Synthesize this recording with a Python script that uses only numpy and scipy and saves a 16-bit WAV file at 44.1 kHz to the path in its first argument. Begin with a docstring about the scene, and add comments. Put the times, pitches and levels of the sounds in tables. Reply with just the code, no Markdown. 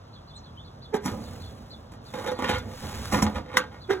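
"""A sheet-metal mailbox by a quiet street, heard from close by: its door is knocked, scrapes and snaps shut.
Blows and scrapes are contact forces that excite the decaying modes of the box; heavy blows rock its post.
The latch creaks by stick-slip, the catch rings, and the hinge squeaks in one high resonance.
A sleeve rustles and the handled box rumbles (shaped noise). Behind them small birds chirp and whistle
(gliding tones with echoes) and distant traffic hums (shaped noise)."""
import sys
import numpy as np
from scipy import signal
from scipy.fft import rfft, irfft
from scipy.io import wavfile

SR = 44100
rng = np.random.default_rng(int(sys.argv[2]) if len(sys.argv) > 2 else 0)


def inscribe(sig):
    """Save sig as 16-bit PCM at rate SR to the path in sys.argv[1].

    A 1-D sig is mono; a 2-D sig holds one channel per row.
    Samples are clipped to [-1, 1] before scaling.
    """
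    pcm = np.round(np.clip(np.atleast_2d(sig).T, -1, 1) * 32767)
    wavfile.write(sys.argv[1], SR, pcm.astype(np.int16))


N = 176400
T = np.arange(N) / SR
HZ = np.arange(N + 1) * SR / (2 * N)   # frequency bins of a transform of length 2 N
HALF_SECOND = SR // 2   # length of every impulse response [samples]
BLOW_SPREAD_DB = 4.5   # how unequally a contact spot excites the modes


def from_db(db):
    """Amplitude gain is ten to the power of decibels over twenty."""
    return 10 ** (np.asarray(db) / 20)


def rms_one(x):
    """Normalise the mean power: unit rms."""
    return x / np.sqrt(np.mean(x ** 2) + 1e-20)


def unit_energy(x):
    """Normalise the total energy: unit sum of squares."""
    return x / np.sqrt(np.sum(x ** 2) + 1e-20)


def level(rows):
    """Envelope: gain over time through (time [s], level [dB]) points, silent outside them."""
    s, db = np.transpose(rows)
    return np.interp(T, s, from_db(db), left=0, right=0)


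def colour(points):
    """Spectral envelope: gain through (frequency [Hz], level [dB]) points on a log-frequency axis."""
    hz, db = np.transpose(points)
    return from_db(np.interp(np.log(HZ + 1), np.log(hz), db))


def noise(points):
    """Subtractive synthesis: white noise filtered to a spectral envelope, unit rms."""
    white = rng.standard_normal(2 * N)
    return rms_one(irfft(rfft(white) * colour(points))[:N])


def drift(cutoff_hz):
    """Random modulation: low-passed white noise of unit rms."""
    lowpass = signal.butter(2, cutoff_hz, fs=SR, output="sos")
    return rms_one(signal.sosfilt(lowpass, rng.standard_normal(N)))


def dying(t60):
    """Exponential decay by 60 dB in t60 seconds, as of a linearly damped mode."""
    return np.exp(-np.minimum(np.log(1000) * T[:HALF_SECOND] / t60, 60))


def tail(spectrum, t60):
    """Dense modal decay: coloured noise under one exponential."""
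    return noise(spectrum)[:HALF_SECOND] * dying(t60)


def ring(modes):
    """Modal synthesis: one damped sine per row of (frequency [Hz], level [dB], t60 [s])."""
    return np.array([from_db(db) * np.sin(2 * np.pi * hz * T[:HALF_SECOND]) * dying(t60)
                     for hz, db, t60 in modes])


def through(x, response):
    """Linear system: convolve a force or sound with an impulse response."""
    return signal.fftconvolve(x, response)[:N]


def add(out, s, x):
    """Superposition: mix a sound in at s seconds."""
    i = max(int(s * SR), 0)
    out[i:i + len(x)] += x[:max(N - i, 0)]


def box_responses(modes, washes):
    """Impulse response of the box in each register: main modes plus panel wash, band-passed."""
    # registers boom, body, clang, tick: (lower edge [Hz], upper edge [Hz])
    registers = [(150, 300), (300, 1200), (1200, 4800), (4800, 16000)]
    responses = []
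    for band, wash in zip(registers, washes):
        bandpass = signal.butter(3, band, "band", fs=SR, output="sos")
        responses.append(unit_energy(signal.sosfilt(bandpass, modes + wash)))
    return responses


def slips():
    """Dry friction as a random train of uneven micro-impacts of metal on metal, unit rms."""
    slips_per_s, spread_db = 600, 5   # mean rate, scale of the exponential spread
    sizes = from_db(spread_db * np.minimum(rng.exponential(1, N), 4))
    signs = rng.choice([-1, 1], N)
    return rms_one(sizes * signs * (rng.random(N) < slips_per_s / SR))


def door():
    """Source and resonator: knocks and scrapes drive the same main modes, crack and panel wash."""
    # main modes of the box: (frequency [Hz], relative level [dB], t60 [s])
    box_modes = [(211.5, 3.5, 0.25), (250, 5, 0.12), (302.3, 0, 0.061), (441.7, -4, 0.11),
                 (507.6, 7.5, 0.11), (851.5, 3, 0.092), (1149, -0.5, 0.066), (1431, -4, 0.12),
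                 (1590, -11, 0.23), (1878, -8.5, 0.15), (1950, -11.5, 0.072), (2173, -8.5, 0.13),
                 (3665, -11, 0.06)]
    # spectrum of its crowd of weaker panel modes: (frequency [Hz], relative level per Hz [dB])
    panel = [(100, -45), (300, -2.5), (600, 4), (1200, 2.5), (2100, -7), (2700, -10.5), (3700, -8.5),
             (5000, -11.5), (9000, -16), (15000, -25.5)]
    panel_db, panel_t60_s, treble_t60_s = 7, 0.15, 0.074
    crack_db, crack_t60_s = 15, 0.028
    modes = ring(box_modes)
    crack = from_db(crack_db) * tail(panel, crack_t60_s)
    t60s = [panel_t60_s] * 3 + [treble_t60_s]   # one per register
    washes = np.array([crack + from_db(panel_db) * tail(panel, t60) for t60 in t60s])
    return knocks(modes, washes) + scrapes(modes, washes)


def knocks(modes, washes):
    """Impact excitation: each blow is a rising graze, a touch and dying chatter that drive the box."""
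    # blows: (time [s], boom [dB], body [dB], clang [dB], tick [dB], chatter time constant [s])
    # a level sets the energy: that of 20 ms at this rms
    blows = [(0.942, -29, -32, -36.5, -42.5, 0.011), (1.052, -26.5, -32.5, -35.5, -35, 0.035),
             (1.079, -29.5, -41, -37.5, -47, 0.012), (1.123, -32, -34.5, -52, -61, 0.074),
             (1.922, -46, -48, -53.5, -57.5, 0.024), (2.447, -42, -44, -26.5, -44, 0.061),
             (2.492, -28, -24.5, -25, -37.5, 0.012), (2.537, -34, -39, -29, -47, 0.018),
             (2.583, -59, -48, -55, -46.5, 0.004), (3.128, -23, -22.5, -29, -30.5, 0.027),
             (3.1439, -30.5, -30, -28, -43.5, 0.0082), (3.163, -23, -27, -31.5, -42.5, 0.095),
             (3.2238, -18, -25, -30.5, -27.5, .0066), (3.265, -44, -28.5, -35.5, -49, 0.0027),
             (3.358, -34, -30.5, -35, -50, 0.017), (3.5701, -37.5, -32, -19.5, -25.5, 0.0059),
             (3.907, -40, -33, -30.5, -42.5, 0.022)]
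    # weight of the touch pulse against the chatter: boom, body, clang, tick
    first_touch = [3.1, 0.63, 0.82, .2]
    touch_s = 0.0096   # chatter time at which the pulse has just these weights; shorter chatter, stronger pulse
    lead_in_share = .3   # time constant of the graze as a share of the chatter's
    out, lead = np.zeros(N), SR // 20
    since = T[:SR // 3] - T[lead]   # time from the touch
    for s, *levels_db, chatter_s in blows:
        age = np.where(since < 0, -since / lead_in_share, since) / chatter_s
        rattle = slips()[:len(since)] + .5 * rng.standard_normal(len(since))
        chatter = unit_energy(rattle * np.exp(-np.minimum(age, 20)))
        # each blow strikes the modes with other strengths
        struck = from_db(BLOW_SPREAD_DB * rng.standard_normal(len(modes))) @ modes
        for response, db, touch in zip(box_responses(struck, washes), levels_db, first_touch):
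            force = chatter + touch * touch_s / chatter_s * (since == 0)
            blow = unit_energy(through(force, response)) * np.sqrt(SR / 50)
            add(out, s - T[lead], from_db(db) * blow)
    return out


def scrapes(modes, washes):
    """Friction excitation: hinge and rim slip while contact wanders between two spots with other modes."""
    # rubbing pressure of hinge and of rim: (time [s], level [dB])
    hinge = [(2.134, -60), (2.138, -31.5), (2.18, -38), (2.26, -34), (2.274, -27), (2.36, -48),
             (2.416, -29.5), (2.47, -44), (2.56, -36), (2.61, -64), (2.7, -44), (2.76, -73), (2.88, -43),
             (3.1, -62)]
    rim = [(3.45, -52), (3.485, -38), (3.52, -37), (3.54, -27.5), (3.59, -37), (3.70, -57), (3.75, -43.5),
           (3.81, -79)]
    # their balance over the registers [dB]: boom, body, clang, tick
    hinge_db = [-9.5, 0.5, -8.5, -18.5]
    rim_db = [-8.5, -2, -7, -24]
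    wash_db = -7
    pressure = from_db(hinge_db)[:, None] * level(hinge) + from_db(rim_db)[:, None] * level(rim)
    out, wander = np.zeros(N), drift(10.7)
    favoured = BLOW_SPREAD_DB * rng.standard_normal(len(modes))
    for spot in (-1, 1):
        share = np.sqrt((1 + spot * np.tanh(2 * wander)) / 2)   # the two powers sum to one
        forces = share * slips() * pressure
        responses = box_responses(from_db(spot * favoured) @ modes, from_db(wash_db) * washes)
        for force, response in zip(forces, responses):
            out += through(force, response)
    return out


def post():
    """Low-frequency modes: heavy blows rock the box on its post; the deepest bass does not radiate."""
    # blows: (time [s], level [dB])
    thuds = [(1.117, -37.5), (2.495, -37), (2.54, -34.5), (3.133, -27.5), (3.227, -28.5)]
    # modes of box on post: (frequency [Hz], relative level [dB], t60 [s])
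    post_modes = [(67.3, -1, 0.49), (88.6, 0, 0.33), (115, 4.5, 0.2)]
    out = np.zeros(N)
    for s, db in thuds:
        add(out, s, from_db(db) * ring(post_modes).sum(axis=0))
    return signal.sosfilt(signal.butter(2, 60, "high", fs=SR, output="sos"), out)


def catch():
    """Free vibration: the spring catch gives one short, hard ring and a faint singing tail."""
    # modes of the catch: (frequency [Hz], relative level [dB], t60 [s])
    catch_modes = [(1680, -8.5, 0.018), (1980, -4.5, 0.026), (3670, -6.5, 0.011), (1546, -22.5, 0.17)]
    snap_s, snap_db = 3.5705, -3.5
    out = np.zeros(N)
    add(out, snap_s, from_db(snap_db) * ring(catch_modes).sum(axis=0))
    return out


def creaks():
    """Stick-slip oscillation: the latch swells into a rough harmonic tone, lets go and rings out, sagging."""
    # creaks of the latch: (time of the peak [s], level [dB], mean pitch at the peak [Hz])
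    latch = [(.946, -21, 430.2), (3.909, -15, 390.5)]
    # mean level of each harmonic from the first up [dB]
    partials_db = [2.5, -12.5, -20, -14, -18.5]
    rise_s, fall_s, tail_s, tail_db = .027, .003, .05, -9
    jitter, sag_per_s = .065, .5   # as fractions of the pitch
    rest = from_db(tail_db)
    out = np.zeros(N)
    for s, db, hz in latch:
        before, after = np.maximum(s - T, 0), np.maximum(T - s, 0)
        swell = np.maximum(1 - before / rise_s, 0) ** 2
        release = (1 - rest) * np.exp(-after / fall_s) + rest * np.exp(-after / tail_s)
        pitch = hz * (1 - sag_per_s * np.clip(T - s, -.05, .05) + jitter * drift(152.0))
        phase = 2 * np.pi * np.cumsum(pitch) / SR
        tone = np.zeros(N)
        for k, part_db in enumerate(partials_db, 1):
            tone += from_db(part_db + 2 * drift(44)) * np.sin(k * phase)
        out += from_db(db) * swell * release * tone
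    return out


def squeaks():
    """Resonance under friction: bursts of slips set the hinge pin singing in one high mode."""
    # bursts: (time of the peak [s], level [dB])
    bursts = [(2.295, -33.5), (2.54, -39)]
    hz, width_s, t60_s = 3680, 0.011, 0.017
    song = rms_one(through(slips(), ring([(hz, 0, t60_s)])[0]))
    return song * sum(from_db(db) * np.exp(-((T - s) / width_s) ** 2) for s, db in bursts)


def handling(grain_db=2, lump_db=2):
    """Modulated noise: the grainy rustle of the sleeve and the low rumble of the handled box."""
    # strength of sleeve and of rumble: (time [s], level [dB])
    sleeve = [(0, -69), (1.0, -67), (1.1, -51.5), (1.3, -49), (1.55, -57.5), (2.0, -74), (2.225, -46.5),
              (2.38, -81), (2.68, -54), (2.85, -42), (3.1, -40), (3.3, -51.5), (3.45, -76), (4, -61.5)]
    rumble = [(0, -57), (1.0, -50), (1.15, -39), (1.5, -44.5), (2.0, -50.5), (2.4, -43.5), (2.55, -36.5),
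              (2.8, -52.5), (2.865, -34.5), (2.92, -42), (3.05, -42.5), (3.25, -33), (3.5, -50), (4, -51.5)]
    # their spectra: (frequency [Hz], relative level [dB])
    sleeve_colour = [(200, 13), (500, 0.5), (1200, 7), (2500, 0), (4000, 1.5), (7000, -2.5), (10000, -5.5),
                     (15000, -11.5)]
    rumble_colour = [(30, -62), (60, 1), (100, 7), (160, -12), (225, 2), (330, -16), (470, -7.5),
                     (800, -16), (2000, -62)]
    rustling = level(sleeve) * noise(sleeve_colour) * from_db(grain_db * drift(180))
    rumbling = level(rumble) * noise(rumble_colour) * from_db(lump_db * drift(7.3))
    return rustling + rumbling


def birds():
    """Frequency modulation: two-voiced warbling hooks and gliding whistles, smeared by street echoes."""
    # hooked chirps: (start [s], level [dB])
    chirps = [(.125, -53), (.27, -54), (.43, -54), (.64, -55), (.815, -50), (1.225, -53), (1.40, -50),
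              (1.44, -51), (1.70, -47), (2.05, -52), (2.34, -52), (2.555, -48), (3.805, -51)]
    # pitch of a hook: (time in the chirp [s], frequency [Hz])
    chirp_shape = [(0, 3400), (.015, 4250), (.036, 3510), (.065, 3256)]
    # straight whistles: (start [s], first pitch [Hz], last pitch [Hz], level [dB])
    whistles = [(.325, 3230, 4300, -45.5), (0.563, 2900, 3700, -47.5), (0.34, 9800, 4900, -57)]
    call_s, warble, pitch_spread = 0.055, 0.028, 0.026   # the last two as fractions of the pitch
    second_voice, second_voice_db = 1.1, 0   # parallel voice: pitch ratio and level at the start
    echo_db, echo_t60_s = 3.5, 0.12
    u = np.linspace(0, 1, int(call_s * SR))   # progress through a call
    hook = np.interp(u * call_s, *np.transpose(chirp_shape))
    calls = [(s, hook, db, from_db(second_voice_db)) for s, db in chirps]
    calls += [(s, low + (high - low) * u, db, 0) for s, low, high, db in whistles]
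    out = np.zeros(N)
    for s, glide, db, second in calls:
        detune = pitch_spread * rng.standard_normal()
        pitch = glide * (1 + detune + warble * (1 - u) * drift(430)[-len(u):])
        phase = 2 * np.pi * np.cumsum(pitch) / SR
        # the second voice fades as the first grows
        voices = np.sqrt(u) * np.sin(phase) + second * (1 - u) * np.sin(second_voice * phase)
        add(out, s, from_db(db) * np.sqrt(abs(np.sin(np.pi * u))) * voices)
    echo = unit_energy(rng.standard_normal(HALF_SECOND) * dying(echo_t60_s))
    return out + from_db(echo_db) * through(out, echo)


def street():
    """Stationary broadband noise: the hum of distant traffic."""
    # spectrum: (frequency [Hz], relative level [dB])
    hum = [(25, -52), (45, -2), (85, 3), (125, 1.5), (165, -2), (220, -9.5), (350, -13.5), (700, -15),
           (1200, -17), (2300, -34.5), (3600, -26.5), (6000, -34), (15000, -88)]
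    return from_db(-47.5) * noise(hum)


def street_side():
    """Antiphase noise: the width of the street, of opposite sign at left and right."""
    # spectrum: (frequency [Hz], relative level [dB])
    side = [(60, -18), (800, 10), (1400, 3), (2500, -17), (12000, -65)]
    return from_db(-56.5) * noise(side) * np.array([[1], [-1]])


def reflections(x):
    """Diffuse scattering: a short noise response, independent at each side, for the near reflections."""
    # spectrum: (frequency [Hz], relative level [dB])
    diffuse = [(150, -13.5), (700, 16), (10000, -8.5)]
    scatter = np.array([through(x, unit_energy(tail(diffuse, .07))) for _ in range(2)])
    return from_db(-18) * scatter


def microphones(x, shade):
    """Interchannel difference: two close ports hear one sound with other phase and level."""
    # lead of the left port: (frequency [Hz], phase [rad])
    port_phase = [(0, 0), (500, -.7), (1200, .1), (2800, 1.5), (3700, 1.7), (4850, 3.14), (15400, 18.85)]
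    # left minus right at full shade: (frequency [Hz], level [dB])
    port_balance = [(220, -2.5), (480, -8), (800, -4), (1150, -4), (1600, -.6), (4000, 0)]
    lead = np.interp(HZ, *np.transpose(port_phase))
    half = colour(port_balance) ** (shade / 2) * np.exp(.5j * lead)
    pair = np.array([half, 1 / half])
    pair = pair / np.sqrt(np.mean(abs(pair) ** 2, axis=0))   # keep the mean power
    return irfft(rfft(x, 2 * N) * pair)[:, :N]


def scene():
    """Superposition: the mailbox with its near reflections, in front of birds and street."""
    box = door() + post() + catch() + creaks() + squeaks()
    near = microphones(box + handling(), shade=1)
    far = microphones(birds() + street(), shade=0.048)
    return near + far + reflections(box) + street_side()


def record(dry):
    """Soft saturation rounds off the loud peaks; a steep elliptic low-pass cuts the top."""
    peak, cutoff_hz = .72, 16000
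    lowpass = signal.ellip(10, .1, 80, cutoff_hz, fs=SR, output="sos")
    return signal.sosfilt(lowpass, peak * np.tanh(dry / peak))


dry = scene()
out = record(dry)
inscribe(out)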